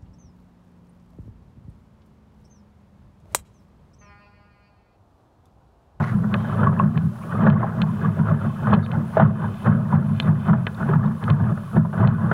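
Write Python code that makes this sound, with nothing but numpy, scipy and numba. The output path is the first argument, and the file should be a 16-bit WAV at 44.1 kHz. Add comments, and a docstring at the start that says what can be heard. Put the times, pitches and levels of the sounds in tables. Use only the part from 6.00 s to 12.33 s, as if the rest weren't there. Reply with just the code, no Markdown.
"""A sailing dinghy beats through short chop, heard from a camera in a waterproof case on deck.
Spray patters down at the start. Wave after wave then rushes and bubbles along the side and, with the wind,
buffets hull and case into a low boom; water slaps and knocks, drops tick on the case, a rope creaks.
The biggest waves come near 1.5, 3.2 and 6 s; after each, gain control briefly ducks the hiss.
Throughout, the case muffles the treble."""
import sys
import numpy as np
from scipy import signal
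from scipy.fft import rfft, irfft
from scipy.io import wavfile
from scipy.ndimage import uniform_filter1d
from numba import njit

SR = 44100
rng = np.random.default_rng(int(sys.argv[2]) if len(sys.argv) > 2 else 0)


def store_pcm(level_fs):
    """Save levels as 16-bit WAV."""
    pcm = np.round(np.clip(level_fs, -1, 1) * 32767).astype(np.int16)
    wavfile.write(sys.argv[1], SR, np.atleast_2d(pcm).T)


N = 279151
TIME = np.arange(N) / SR


def undb(db):
    """Decibels to gain."""
    return 10 ** (np.asarray(db) / 20)


def unit_rms(x):
    """Scale to rms 1."""
    return x / np.sqrt(np.mean(x ** 2))


def unit_peak(x):
    """Scale to peak 1."""
    return x / np.abs(x).max()


def add(out, start_s, x):
    """Mix x into out from start_s."""
    i = int(np.clip(start_s * SR, 0, N - 1))
    out[i:i + len(x)] += x[:N - i]


def later(x, lag_s):
    """The same curve lag_s later."""
    return np.interp(TIME - lag_s, TIME, x)


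def colour(x, points, size=4096):
    """Minimum-phase filter through (Hz, dB) points."""
    hz, db = np.transpose(points)
    grid_hz = np.maximum(np.arange(size // 2 + 1) * SR / size, 1)
    gain = undb(np.interp(np.log(grid_hz), np.log(hz), db))
    cepstrum = irfft(np.log(gain))
    cepstrum[1:size // 2] *= 2
    cepstrum[size // 2 + 1:] = 0
    impulse_response = irfft(np.exp(rfft(cepstrum)))
    return signal.fftconvolve(x, impulse_response)[:len(x)]


def band(x, hz, width_hz):
    """One resonance, gain 1 at its centre."""
    return signal.lfilter(*signal.iirpeak(hz, hz / width_hz, fs=SR), x)


def ring(x, modes):
    """A body's resonances in parallel."""
    return sum(undb(db) * band(x, hz, width_hz) for hz, width_hz, db in modes)


def wander(rate_hz):
    """Smooth random curve, rms 1, turning at about rate_hz."""
    step = int(SR / rate_hz)
    stairs = np.repeat(rng.standard_normal(N // step + 1), step)
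    return unit_rms(uniform_filter1d(stairs, step)[:N])


def even_out(x, span_s):
    """Flatten swells slower than span_s; keep the quick flutter."""
    return x / np.sqrt(uniform_filter1d(x ** 2, int(span_s * SR)) + 1e-12)


# Hiss spectrum. Each row: frequency in Hz, gain in dB.
HISS_COLOUR = [(100, 2.5), (3000, 6), (5000, 0), (8000, -1.5), (12000, -2), (16000, -4)]


def electronics(whine_hz=9690, hop_hz=240, jitter_hz=90, hop_jitter_hz=130):
    """The camera hisses; its faint, flickering whine hops between a clear pitch and a rough, higher one."""
    hiss = unit_rms(colour(rng.standard_normal(N), HISS_COLOUR))
    hopped = wander(5) > .2
    pitch_hz = whine_hz + hop_hz * hopped + (jitter_hz + hop_jitter_hz * hopped) * wander(600)
    whine = np.sin(2 * np.pi * np.cumsum(pitch_hz) / SR)
    flicker = np.clip(1 + .5 * wander(24), 0, 1.2) * (0.99 + 0.4 * wander(250))
    return undb(-57.5) * hiss + undb(-64.5) * flicker * whine


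# Rope running through its block. Each row: start in seconds, level in dB, length in seconds, pitch in Hz.
CREAKS = [(0.324, -58.5, 0.24, 3120), (1.22, -53, 0.021, 2370), (1.257, -67, 0.22, 2470),
          (2.82, -49, 0.047, 3700), (4.22, -49, 0.016, 3660), (4.744, -52, 0.0076, 3680),
          (5.055, -55, 0.013, 3660)]


def creaks(width_hz=260, overtone_ratio=1.173, overtone_db=-7):
    """The rope sticks and slips under load and makes its block sing."""
    out = np.zeros(N)
    slips = rng.standard_normal(N) * undb(1.3 * wander(360))
    for start_s, db, length_s, hz in CREAKS:
        size = int(length_s * SR)
        rub = slips[int(start_s * SR):][:size]
        tone, overtone = (band(band(rub, f, width_hz), f, width_hz) for f in (hz, hz * overtone_ratio))
        creak = (tone + undb(overtone_db) * overtone) * signal.windows.tukey(size, .6)
        add(out, start_s, undb(db) * unit_rms(creak))
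    return out


# Falling spray. Each row: start in seconds, level in dB, length in seconds.
SHOWERS = [(0.0, -43.5, 0.14), (0.328, -55, 0.26), (3.118, -51, 0.099)]
# Patter spectrum. Each row: frequency in Hz, gain in dB.
SHOWER_COLOUR = [(800, -7), (2000, 22), (3000, 0), (4000, 2), (4900, -4), (6200, -5), (7300, -13.5),
                 (10000, -27), (15000, -31)]


def showers(spread_db=4.0):
    """Clouds of tiny droplets patter on deck and water."""
    envelope = np.zeros(N)
    for start_s, db, length_s in SHOWERS:
        add(envelope, start_s, undb(db) * signal.windows.tukey(int(length_s * SR), .4))
    patter = rng.standard_normal(N) * undb(spread_db * wander(540))
    return envelope * unit_rms(colour(patter, SHOWER_COLOUR))


# Case resonances. Each row: centre in Hz, width in Hz, gain in dB.
CASE_MODES = [(1690, 59, -1.5), (2080, 68, -4.5), (2570, 210, 1), (3062, 140, 3), (3476, 190, -0.5),
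              (4080, 170, -2.5), (4440, 130, -14.5)]
# Fizz spectrum. Each row: frequency in Hz, gain in dB.
FIZZ_COLOUR = [(1000, 4), (2400, -2), (3500, -7), (4300, -17.5), (4700, -24.5), (9000, -26.5)]


def spray(rush, spray_to_rush_db=-31, lead_s=0.0081, foam_db=-59.5):
    """Foam fizzes and each wave throws fine spray just ahead of its crest, heard through the case."""
    fizz = rng.standard_normal(N) * undb(3.3 * wander(600))
    thrown = undb(spray_to_rush_db) * later(rush, -lead_s)
    foam = undb(foam_db + 4.2 * wander(6.8))
    return unit_rms(colour(ring(fizz, CASE_MODES), FIZZ_COLOUR)) * np.hypot(thrown, foam)


# Drops on the case. Each row: start in seconds, peak in dB, cutoff of the blow in Hz.
DROPS = [(0.3413, -8.5, 2570), (0.9764, -12.5, 2030), (1.471, -24, 2800), (1.501, -10.5, 2400),
         (1.8184, -10.5, 4400), (2.7366, -16, 3000), (2.739, -16, 3800), (2.748, -16.5, 3400),
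         (2.863, -22.5, 2400), (2.9168, -18.5, 2500), (4.2006, -5.5, 4960), (4.6685, -9, 2500),
         (5.2396, -24.5, 3680), (5.3021, -17, 3700), (6.0745, -14, 4300)]
# Tick spectrum. Each row: frequency in Hz, gain in dB.
DROP_COLOUR = [(150, -6.5), (450, 11.5), (2000, 1), (4400, -2), (4650, -19.5), (7200, -4.5), (9000, -10.5),
               (14000, -17)]


def drops(splat_s=0.0046, splat_db=-31, thud_db=-15, size=2048):
    """A drop briefly rings the plastic case; fat drops push longer and sound duller."""
    out, t = np.zeros(N), np.arange(size) / SR
    for start_s, peak_db, cutoff_hz in DROPS:
        impulse = t == 0
        splat = undb(splat_db) * rng.standard_normal(size) * np.exp(-t / splat_s)
        blow = signal.lfilter(*signal.butter(3, cutoff_hz, fs=SR), impulse + splat)
        tick = colour(ring(blow, CASE_MODES) + undb(thud_db) * blow, DROP_COLOUR)
        add(out, start_s, undb(peak_db) * unit_peak(tick))
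    return out


def bubble(t, hz, cycles, glide):
    """An air pocket rings down, rising in pitch as it nears the surface."""
    age = t * hz / cycles
    return np.exp(-age) * np.sin(2 * np.pi * hz * t * (1 + glide * np.tanh(age / 2)))


def bubbles(count, low_hz, high_hz, spread_db, cycles, glide, size=1500):
    """A cloud of bubbles, many faint and a few strong."""
    out, t = np.zeros(N), np.arange(size) / SR
    for when, pitch, rank, life in rng.random((count, 4)):
        hz = low_hz * (high_hz / low_hz) ** pitch
        db = -spread_db * np.log(1 - rank * .99)
        add(out, when * N / SR, undb(db) * bubble(t, hz, cycles * (.5 + life), glide))
    return unit_rms(out)


# Resonances of the thin hull panels. Each row: centre in Hz, width in Hz, gain in dB.
PANEL_MODES = [(392, 24, -1.5), (580, 9.4, 1.5), (648, 14, 7.5), (1079, 7.4, -9.5), (1483, 36, 3),
               (1680, 80, 5)]
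# Rushing water spectrum. Each row: frequency in Hz, gain in dB.
WATER_COLOUR = [(150, -20), (280, 4.5), (380, -5.5), (620, -2.5), (760, -2), (1100, 5.5), (1350, 2.5),
                (1550, -0.5), (1720, -6), (1900, -8.5), (2300, -16), (3500, -26), (5000, -66)]


def wash(rush, calm_db=-43, split_hz=900, lag_s=0.0011):
    """Bubbles gurgle and drum on the panels, swelling and fading with each wave."""
    gurgle = bubbles(count=11000, low_hz=329.2, high_hz=2081, spread_db=4.0, cycles=7.3, glide=0.057)
    churn = rng.standard_normal(N) * undb(3.24 * wander(90))
    water = colour(gurgle + undb(-1.5) * churn, WATER_COLOUR)
    water = even_out(water + undb(-3.5) * ring(water, PANEL_MODES), span_s=0.046)
    lows = signal.sosfiltfilt(signal.butter(2, split_hz, fs=SR, output="sos"), water)
    highs = water - lows
    flow = undb(-0.94) * np.hypot(rush, undb(calm_db))
    return lows * later(flow, lag_s) + highs * later(flow, -lag_s)


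# Water slaps and knocks; the first is a drop's low knock on the case.
# Each row: start in seconds, peak in dB, ring pitch in Hz, splash relative to the ring in dB.
SLAPS = [(0.34, -14, 443, 14), (0.632, -9, 1317, -3), (0.671, -5.5, 1090, -15.5), (0.793, -22, 2570, -4),
         (0.798, -3, 1053, -14.5), (1.465, -5, 1560, 6), (1.63, -9.5, 1020, -10), (1.642, -12, 778, -12.5),
         (2.27, -17.5, 1250, 0), (2.67, -14, 1194, -7), (2.729, 0, 1084, -1), (2.978, -23, 298, -9),
         (3.169, -4, 611, -1.5), (3.197, 0.5, 685, 7.5), (3.443, -17, 944, -10), (3.659, -15.5, 1228, -2.5),
         (4.484, -16.5, 1240, -7), (4.531, -6, 1086, 3.5), (4.667, -15, 1905, 2), (4.889, -13.5, 380, 3.5),
         (4.934, -12.5, 1256, 0), (5.279, -16, 1224, -7), (5.574, -23, 1297, 1), (5.763, -11, 342, 2),
         (5.85, -17, 963, -3), (5.928, -21, 666, 17), (6.313, -6.5, 1340, 6)]
# Splash spectrum. Each row: frequency in Hz, gain in dB.
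SPLASH_COLOUR = [(150, -26), (400, 5.5), (1200, 4), (1700, -2.5), (2100, -17.5), (3500, -25), (4300, -43.5),
                 (5000, -80.5)]


def slaps(splash_s=0.012, rise_s=0.00088, panel_db=-2, size=4096):
    """Water slaps and knocks: a splash, a ringing air pocket and drumming panels."""
    out, t = np.zeros(N), np.arange(size) / SR
    for start_s, peak_db, pocket_hz, splash_db in SLAPS:
        splash = colour(rng.standard_normal(size) * np.exp(-t / splash_s), SPLASH_COLOUR)
        splash = unit_peak(splash + undb(-1.5) * band(splash, pocket_hz, pocket_hz / 3))
        pocket = bubble(t, pocket_hz, cycles=6.2, glide=0.032)
        slap = (pocket + undb(splash_db) * splash) * (1 - np.exp(-t / rise_s))
        panels = undb(panel_db) * ring(slap, PANEL_MODES)
        add(out, start_s, undb(peak_db) * unit_peak(slap + panels))
    return out


# Waves meeting the hull. Each row: crest time in seconds, relative rush in dB, build-up in seconds,
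# drain in seconds, relative boom in dB.
WAVES = [(0.005, -24.5, 0.089, 0.072, -18.5), (0.114, -34.5, 0.02, 0.16, -13),
         (0.246, -30.5, 0.015, .02, -17), (0.334, -30.5, 0.038, 0.083, -16), (0.523, -31, 0.14, 0.027, -24),
         (0.652, -20, 0.087, 0.097, -9), (0.835, -26, 0.065, 0.056, -10),
         (0.952, -30.5, 0.015, 0.063, -14.5), (1.043, -47, 0.1, 0.04, -16.5),
         (1.25, -37, 0.027, 0.047, -39), (1.33, -27, 0.021, 0.044, -20.5), (1.475, -16.5, 0.064, 0.097, -3),
         (1.608, -24, 0.15, 0.1, -24), (1.811, -29, .06, 0.12, -14), (2.056, -24.5, 0.041, 0.048, -12.5),
         (2.189, -28, 0.03, 0.077, -13.5), (2.308, -22, .045, 0.047, -11.5),
         (2.447, -28.5, 0.063, 0.061, -17), (2.737, -18, 0.067, 0.06, -5), (2.946, -28, 0.064, 0.08, -15),
         (3.224, -14.5, 0.036, 0.064, -2), (3.432, -27, 0.076, 0.063, -16.5),
         (3.673, -20, 0.021, 0.11, -5.5), (3.934, -20.5, 0.021, 0.065, -8), (4.115, -36, .15, 0.056, -14),
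         (4.283, -25.5, 0.05, 0.085, -9.5), (4.495, -21.5, 0.029, 0.085, -6),
         (4.807, -26.5, 0.018, 0.049, -23.5), (4.939, -25, 0.075, 0.077, -9),
         (5.049, -26, 0.044, 0.063, -13.5), (5.232, -30.5, 0.017, 0.023, -17), (5.3, -24, .025, .065, -9),
         (5.392, -28.5, 0.014, .1, -10.5), (5.516, -27.5, 0.1, 0.013, -18.5),
         (5.769, -25.5, 0.025, 0.062, -6), (6.038, -17, 0.05, 0.073, -3), (6.231, -27, .069, 0.26, -15.5)]


def swells(roundness=1.155):
    """Waves build and drain: envelopes of rushing water and of the push on the hull."""
    rush_power, push_power = np.zeros(N), np.zeros(N)
    for crest_s, rush_db, build_s, drain_s, boom_db in WAVES:
        age_s = TIME - crest_s
        from_crest = np.maximum(-age_s / build_s, age_s / drain_s)
        power = undb(-0.5) * np.exp(-2 * from_crest ** roundness)  # roundness 1: pointed, 2: bell
        rush_power += undb(rush_db) ** 2 * power
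        push_power += undb(boom_db) ** 2 * power
    return np.sqrt(rush_power), np.sqrt(push_power)


def thuds(hz=162.7, rise_s=0.018, sag=0.19, sag_s=0.026, scatter=0.032, size=6000):
    """Each crest thuds on the hull, big ones far more; the pitch sags as more water clings to it."""
    out, t = np.zeros(N), np.arange(size) / SR
    envelope = (t / rise_s) ** 2 * np.exp(2 - 2 * t / rise_s)
    bend = 1 + sag * (2 * np.exp(-t / sag_s) - 1)
    for crest_s, *_, boom_db in WAVES:
        pitch_hz = hz * (1 + scatter * rng.standard_normal()) * bend
        db = -7.5 + 1.3 * (boom_db + 10)  # grows 1.3 dB per dB of boom
        add(out, crest_s, undb(db) * envelope * np.sin(2 * np.pi * np.cumsum(pitch_hz) / SR))
    return out


# Resonances of hull and camera mount. Each row: centre in Hz, width in Hz, gain in dB.
HULL_MODES = [(108.14, 8, -0.5), (126.6, 18, 0.5), (147, 9.3, -1.5), (163.4, 28, 1.5), (203.7, 12, 3.5),
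              (223.3, 16, -17)]
# Spectra of hull boom and wind rumble. Each row: frequency in Hz, gain in dB.
BOOM_COLOUR = [(40, -22.5), (76, -10.5), (100, 2.5), (228, 0), (255, -20), (400, -22.5), (1000, -43)]
WIND_COLOUR = [(15, -9), (35, 4), (55, 0), (85, 3), (200, 8), (280, -4), (400, -19.5), (700, -36.5),
               (1500, -66.5)]


def buffeting(push, lag_s=0.021, wind_db=-33):
    """Turbulent wind and waves ring hull and mount; wind also rumbles directly on the case."""
    hull = ring(rng.standard_normal(N), HULL_MODES)
    boom = even_out(colour(hull, BOOM_COLOUR), span_s=.025)
    rumble = unit_rms(colour(rng.standard_normal(N), WIND_COLOUR))
    force = np.hypot(later(push, lag_s), undb(wind_db))
    return force * (undb(-0.53) * boom + undb(-21.0) * rumble) + undb(-47) * rumble


def scene():
    """Mono mix; the same waves drive boom, wash and spray."""
    rush, push = swells()
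    water = wash(rush) + spray(rush) + showers() + slaps() + drops()
    return (buffeting(push) + thuds() + water + creaks() + electronics())[None]


@njit
def follow(x, attack, release):
    """Envelope follower; attack and release are fractions per sample."""
    out, level = np.empty(len(x)), 0.
    for i in range(len(x)):
        gap = abs(x[i]) - level
        level += gap * (attack if gap > 0 else release)
        out[i] = level
    return out


def record(dry, attack_s=0.0072, release_s=0.096, knee_db=-14.5, slope=0.71, cutoff_hz=15800):
    """Gain control ducks big waves and recovers slowly; a steep low-pass cuts the top."""
    envelope = follow(dry[0], 1 / (attack_s * SR), 1 / (release_s * SR))
    gain = (1 + (envelope / undb(knee_db)) ** 2) ** (-slope / 2)
    lowpass = signal.ellip(10, .1, 80, cutoff_hz, fs=SR, output="sos")
    return signal.sosfilt(lowpass, dry * gain)


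dry = scene()
out = record(dry)
store_pcm(out)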